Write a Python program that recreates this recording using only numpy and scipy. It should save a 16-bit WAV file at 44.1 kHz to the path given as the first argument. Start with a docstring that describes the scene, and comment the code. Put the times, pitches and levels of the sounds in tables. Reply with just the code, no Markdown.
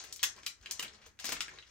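"""Plastic packet pulled open

Two hands pull a small packet of stiff film open in a small, bare room, heard by two microphones.
The film buckles in sharp ringing snaps, gives way in crunches made of dense clicks, and rustles
under the fingers as a stream of tiny ringing slips; near the end it scrapes as it is pulled apart.
Near reflections and a short noise tail answer each snap, over filtered-noise hiss and a low rumble."""
import sys
import numpy as np
from scipy import signal
from scipy.fft import rfft
from scipy.io import wavfile
from scipy.ndimage import uniform_filter1d

SR = 44100
rng = np.random.default_rng(int(sys.argv[2]) if len(sys.argv) > 2 else 0)


def unload_audio(sound):
    """Save the sound as a 16-bit wav file, at the path given as the first command line argument."""
    columns = np.transpose(np.atleast_2d(sound))
    # keep every value between -1 and 1, then stretch to whole-number steps
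    steps = np.round(np.clip(columns, -1, 1) * 32767)
    wavfile.write(sys.argv[1], SR, steps.astype(np.int16))


N = 74970  # length in samples
HZ = np.fft.rfftfreq(4096, 1 / SR)  # frequency grid for all colours

# Single buckles of the film; the ring is a peak in the spectrum:
# start_s, level_db, pitch_hz, ring_db, width_octaves, bass_db, treble_db_per_octave
FILM_SNAPS = [(0.1262, -14, 5260, 18.5, 1, 11, 15), (.161, -20.5, 5950, 7.5, 0.98, -12, 7),
              (0.1941, -22, 3610, 13, 0.44, -1, -12), (0.23, 0.5, 2900, 9.5, 0.42, 1, 7),
              (0.2352, 0, 3400, 6.5, 0.15, -11, -8.5), (0.2405, -5.5, 6030, 16.5, 0.22, -14, 8),
              (0.364, -30.5, 5040, 4, 0.81, 7, -5), (0.3896, -33, 2520, -3, .6, -3, -12),
              (0.4331, -25.5, 5000, 6, 1, 12, -16), (0.4645, -7, 4050, 9, 0.54, -10, 2),
              (0.468, -13.5, 2470, 10, 0.42, -8.5, -3), (0.6125, -37.5, 3960, 9, 0.64, 0, -1),
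              (0.6332, -34.5, 1720, 12, 0.83, 14, -18), (0.6597, -16, 3320, 15, 0.4, 1, -17),
              (0.6597, -17, 2320, 14, .5, -13, -17), (0.7108, -7, 6200, 9.5, 1, -2, 5),
              (0.7954, -7.5, 2920, 7.5, 0.17, -3.5, -5.5), (0.8286, -15, 2790, 21, 0.27, 20, -3),
              (0.848, -18.5, 2840, 18, 0.64, 14, -10), (0.8806, -23, 4000, 28, 0.66, 9, -23),
              (1.1902, -21.5, 3490, 4.5, 0.35, -1, -13), (1.4065, -5, 2300, 3, 0.19, -18, -14.5),
              (1.408, -12, 4260, 7, 0.36, -9, -15.5), (1.4145, -15.5, 3640, 8, 0.86, -1, -7),
              (1.4818, -17.5, 1900, 11, 0.53, 13, -13), (1.5755, -29.5, 2180, 12, 1, 12, -27),
              (1.5869, -21, 4000, 10.5, 0.27, -2.5, -34), (1.626, -27.5, 3160, 10.5, 0.32, -13, -40)]
# Quick runs of tiny creases: start_s, length_s, level_db, bass_db, treble_db_per_octave
CREASE_RUNS = [(0.038, 0.0093, -20.5, 9, 0.5), (0.4622, 0.0017, -16, 2, 5), (0.7938, 0.0031, -15.5, 17, 2),
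               (0.8256, 0.0041, -13.5, -6, 3), (0.833, 0.0033, -21, -2, -19),
               (1.014, 0.021, -31.5, -14, -23), (1.062, 0.0065, -28.5, 22.5, 1),
               (1.193, 0.012, -19, -28, -6.5), (1.2428, 0.0082, -10.5, 13, -0.5),
               (1.253, 0.001, -11.5, -8, 3), (1.262, 0.0052, -18.5, -5, 0), (1.29, 0.0046, -10, 16, 1),
               (1.32, 0.0055, -5.5, 8, 0.5), (1.3273, 0.0017, -12.5, 13, -21),
               (1.365, 0.0031, -17, -15, -48)]
# Broad colour shared by snaps and crunches, strongest at 2 to 8 kHz,
# with narrow dips in the treble: frequency_hz, level_db
SHARED_COLOUR = [(60, -16), (200, -14.5), (400, -7), (600, -11), (1000, -4.5), (2000, 3), (3500, 2),
                 (6500, 1), (8500, -0.5), (10300, -9.5), (12200, 1), (13800, -22.5), (15500, 0.5),
                 (17000, -52)]
BASS_HZ, TREBLE_HZ = 834, 6750  # corners of the bass and treble tilts

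# Burst of tiny creases round each snap: the burst starts ahead of the main click
SPLINTER_S, SPLINTER_LEAD_S = 0.0012, 0.0003
SPLINTER_SHARE = 3.7  # burst strength against the click, for a facet with a 0 dB ring
CLEAN_DB_PER_DB = 0.4  # the more a facet rings, the less it splinters
CREASES_PER_S, CREASE_SPREAD_DB = 2700, 3.5

# Film rustling under the fingers, level over time: start_s, level_db
RUSTLE_LEVELS = [(0, -42.5), (.03, -56), (.1, -60.5), (.17, -69), (.22, -51.5), (.34, -86), (.45, -58.5),
                 (.55, -88), (.64, -62), (.77, -56.5), (.91, -75), (.95, -56.5), (1.0, -100),
                 (1.066, -52.5), (1.09, -86), (1.18, -81), (1.2, -51.5), (1.23, -52.5), (1.27, -40),
                 (1.35, -53), (1.39, -56), (1.56, -68.5), (1.7, -65)]
# Colour of the rustle: frequency_hz, level_db
RUSTLE_TONE = [(100, -29), (400, -5.5), (1000, 0.5), (2000, 0.5), (4000, 5), (6500, 5), (9000, -9.5),
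               (12000, -23), (16000, -17.5)]
RUSTLE_PER_S, RUSTLE_SPREAD_DB = 4900, 4.5
# Duller scraping of film and fingers, level over time: start_s, level_db
SCRAPE_LEVELS = [(0, -61.5), (.11, -60.5), (.16, -77), (.35, -67), (.38, -52.5), (.45, -86), (.57, -78),
                 (.7, -58.5), (.78, -70), (.84, -50), (.9, -64), (1.07, -64), (1.12, -89), (1.235, -79),
                 (1.26, -67), (1.33, -47), (1.39, -68.5), (1.48, -61), (1.55, -53.5), (1.62, -78),
                 (1.7, -68.5)]
# Colour of the scrape: frequency_hz, level_db
SCRAPE_TONE = [(60, -7), (160, 5), (290, -4), (410, 6), (590, 3), (830, 1), (1600, 4.5), (3000, -1),
               (7000, -8), (16000, -43)]
SCRAPE_PER_S, SCRAPE_SPREAD_DB = 4400, 4
GRAIN_HZ, GRAIN_CYCLES = (125.3, 14630), 1.94  # pitch range of the slips, cycles to decay to 1/e

# Nearby surfaces: delay_s, level_db
NEAR_ECHOES = [(.0028, -4), (.0085, -14), (0.0105, -8)]
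ECHO_SCATTER_S = 0.0014
# Decay of the diffuse tail: frequency_hz, t60_s
ROOM_DECAY = [(150, 0.52), (500, 0.18), (1200, 0.29), (3000, 0.18), (7000, .23), (15000, 0.086)]
ROOM_DB, ROOM_BUILD_S = -2, 0.0035  # tail level before evening, time to build up
# How alike the tail is at the two microphones: frequency_hz, likeness (0 to 1)
TAIL_LIKENESS = [(330, 0.99), (650, 0.023)]

# Colour of the room hiss: frequency_hz, level_db
HISS_COLOUR = [(20, -13), (50, -4), (85, -3), (130, -11), (300, -14.5), (700, -25.5), (2000, -17.5),
               (6000, -49), (10000, -37), (17000, -40)]
HISS_DB, HISS_SIDE = -72.5, 0.62  # rms level of the middle, side against middle
# Swells of the low rumble: start_s, level_db
RUMBLE_LEVELS = [(0, -66), (.15, -76), (.26, -69.5), (.55, -85), (0.621, -62.5), (.69, -81), (.76, -67),
                 (.9, -73), (1.079, -71), (1.3, -78), (1.38, -62), (1.5, -71.5), (1.7, -75)]
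# Colour of the rumble: frequency_hz, level_db
RUMBLE_TONE = [(20, -39), (38, -13.5), (57, 9), (80, 1), (130, -13.5), (400, -54)]

# Balance of the microphones: frequency_hz, left_minus_right_db
LEFT_BALANCE = [(100, 1), (700, 0.3), (1300, 3.5), (3100, 0.5), (4300, 4.5), (6000, 10), (8000, 4.5),
                (12000, -0.5), (16000, -7)]
RIGHT_LAG_SAMPLES, EDGE_HZ = 2, 16600  # right delay, upper band limit


def snaps():
    """A facet pops through and rings for a few cycles, amid a splinter of tiny creases."""
    out = np.zeros(N)
    t = np.arange(512) / SR
    for start_s, level_db, pitch_hz, ring_db, width_octaves, bass_db, treble_db in FILM_SNAPS:
        splinter = unit(rng.standard_normal(len(t)) * t * np.exp(-2 * t / SPLINTER_S))
        push = SPLINTER_SHARE * amp(-CLEAN_DB_PER_DB * ring_db) * splinter
        add(push, SPLINTER_LEAD_S, np.array([-1.]))  # the main click
        octaves_away = np.log2((HZ + 1) / pitch_hz)
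        facet_db = ring_db * np.exp(-(octaves_away / width_octaves) ** 2)
        body = ring(tilted_colour(bass_db, treble_db) + facet_db)
        snap = signal.fftconvolve(evened(push, size=90), body)
        add(out, start_s - SPLINTER_LEAD_S, amp(level_db) * unit(snap))
    return out


def crunches():
    """A fold gives way in a brief run of dense creases that swells and dies away."""
    out = np.zeros(N)
    t = np.arange(2048) / SR
    for start_s, length_s, level_db, bass_db, treble_db in CREASE_RUNS:
        swell = np.sqrt(t) * np.exp(-2 * (t / length_s) ** 2)
        run = creases(len(t), CREASES_PER_S, CREASE_SPREAD_DB) * swell
        crunch = signal.fftconvolve(evened(run, size=60), ring(tilted_colour(bass_db, treble_db)))
        add(out, start_s, amp(level_db) * unit(crunch))
    return out


def tilted_colour(bass_db, treble_db):
    """Shared colour in dB with its own tilts: large folds add bass, tight ones treble."""
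    bass = bass_db / (1 + (HZ / BASS_HZ) ** 2)
    treble = treble_db * np.log2(np.hypot(1, HZ / TREBLE_HZ))
    return read(SHARED_COLOUR) + bass + treble


def creases(n, per_s, spread_db):
    """Film gives way in random clicks of either sign, a few much larger than the rest."""
    size = amp(spread_db * np.minimum(rng.exponential(1, n), 4))
    return size * rng.choice([-1, 1], n) * (rng.random(n) < per_s / SR)


def friction(levels, colour, per_s, spread_db, count=24):
    """Rubbing is a stream of small slips that ring at count pitches and follow the hands' levels."""
    t = np.arange(2048) / SR
    slips = np.zeros(N)
    for hz in np.geomspace(*GRAIN_HZ, count):
        grain = np.sin(2 * np.pi * hz * t) * np.exp(-hz * t / GRAIN_CYCLES)
        clicks = creases(N, per_s / count, spread_db)
        slips += np.sqrt(hz) * unit(signal.oaconvolve(clicks, grain)[:N])
    coloured = signal.fftconvolve(slips, ring(read(colour)))[:N]
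    return level_curve(levels) * np.sqrt(N) * unit(coloured)


def rustle():
    """Film rubs under the fingers in bright, dense slips."""
    return friction(RUSTLE_LEVELS, RUSTLE_TONE, RUSTLE_PER_S, RUSTLE_SPREAD_DB)


def scrape():
    """Film and fingers scrape in duller slips."""
    return friction(SCRAPE_LEVELS, SCRAPE_TONE, SCRAPE_PER_S, SCRAPE_SPREAD_DB)


def room_tails(age):
    """Diffuse tails at two microphones: noise dying at its own rate per pitch, more alike in the bass."""
    clicks = rng.choice([-1., 1.], (2, len(age)))
    hz, t, (a, b) = signal.stft(clicks, SR, nperseg=256)
    same = np.clip(read(TAIL_LIKENESS, hz), 0, 1)[:, None]
    pair = np.array([a, same * a + np.sqrt(1 - same ** 2) * b])
    decay = amp(-60 * t / read(ROOM_DECAY, hz)[:, None])
    return signal.istft(pair * decay, SR)[1][:, :len(age)]


def room(x):
    """Direct sound, a few scattered near reflections and a short diffuse tail, at two microphones."""
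    age = np.arange(SR // 2) / SR
    out = []
    for tail in room_tails(age):
        response = amp(ROOM_DB) * unit(tail * (1 - np.exp(-age / ROOM_BUILD_S)))
        response[0] += 1  # direct sound
        for delay_s, level_db in NEAR_ECHOES:
            scatter = unit(rng.standard_normal(len(age)) * np.exp(-age / ECHO_SCATTER_S))
            add(response, delay_s, amp(level_db) * scatter)
        out.append(signal.fftconvolve(x, evened(response, size=18))[:N])
    return np.array(out)


def hiss():
    """Faint steady room noise, partly different on the two sides."""
    mid = noise(HISS_COLOUR)
    side = HISS_SIDE * noise(HISS_COLOUR)
    return amp(HISS_DB) * np.array([mid + side, mid - side])


def rumble():
    """Low noise that swells and sinks, the same on both sides."""
    return level_curve(RUMBLE_LEVELS) * noise(RUMBLE_TONE)


def noise(colour):
    """Steady noise of the given colour, rms one."""
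    return np.sqrt(N) * unit(signal.fftconvolve(rng.standard_normal(N), ring(read(colour)))[:N])


def evened(x, size):
    """Flattens the broad colour of a burst (over size bins), keeps its fine grain, energy one."""
    power = uniform_filter1d(abs(rfft(x, 8 * 4096)) ** 2, 8 * size)[::8]
    flatten = ring(-10 * np.log10(abs(power) + 1e-9))
    return unit(signal.fftconvolve(x, flatten)[:len(x)])


def ring(db):
    """Causal, minimum-phase impulse response with the given spectrum."""
    half = np.log(amp(db))
    full = np.concatenate([half, half[-2:0:-1]])
    return np.fft.ifft(np.exp(np.conj(signal.hilbert(full)))).real[:len(half)]


def read(points, hz=HZ):
    """Reads a table on a log-frequency axis."""
    f, value = np.transpose(points)
    return np.interp(np.log(hz + 1), np.log(f + 1), value)


def level_curve(points):
    """Gain over time, drawn in straight dB lines between the points."""
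    return amp(np.interp(np.arange(N) / SR, *np.transpose(points)))


def add(mix, s, sound):
    """Mixes a sound in at time s."""
    part = mix[max(round(s * SR), 0):][:len(sound)]
    part += sound[:len(part)]


def amp(db):
    """Decibels to gain."""
    return 10 ** (np.asarray(db) / 20)


def unit(x):
    """Scales to an energy of one."""
    return x / np.sqrt(np.sum(x ** 2) + 1e-20)


def scene():
    """Snaps, crunches and rubbing each sound in the room with separately drawn echoes and tail."""
    packet = room(snaps()) + room(crunches()) + room(rustle() + scrape())
    return packet + hiss() + rumble()


def record(dry):
    """The left microphone is mostly brighter and hears slightly earlier; then the band limit."""
    half_db = read(LEFT_BALANCE) / 2
    left = signal.fftconvolve(dry[0], ring(half_db))[:N]
    late = np.pad(dry[1], (RIGHT_LAG_SAMPLES, 0))
    right = signal.fftconvolve(late, ring(-half_db))[:N]
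    edge = signal.firwin(511, EDGE_HZ, window=("kaiser", 9), fs=SR)
    return signal.oaconvolve(np.array([left, right]), edge[None], "same", axes=1)


dry = scene()
out = record(dry)
unload_audio(out)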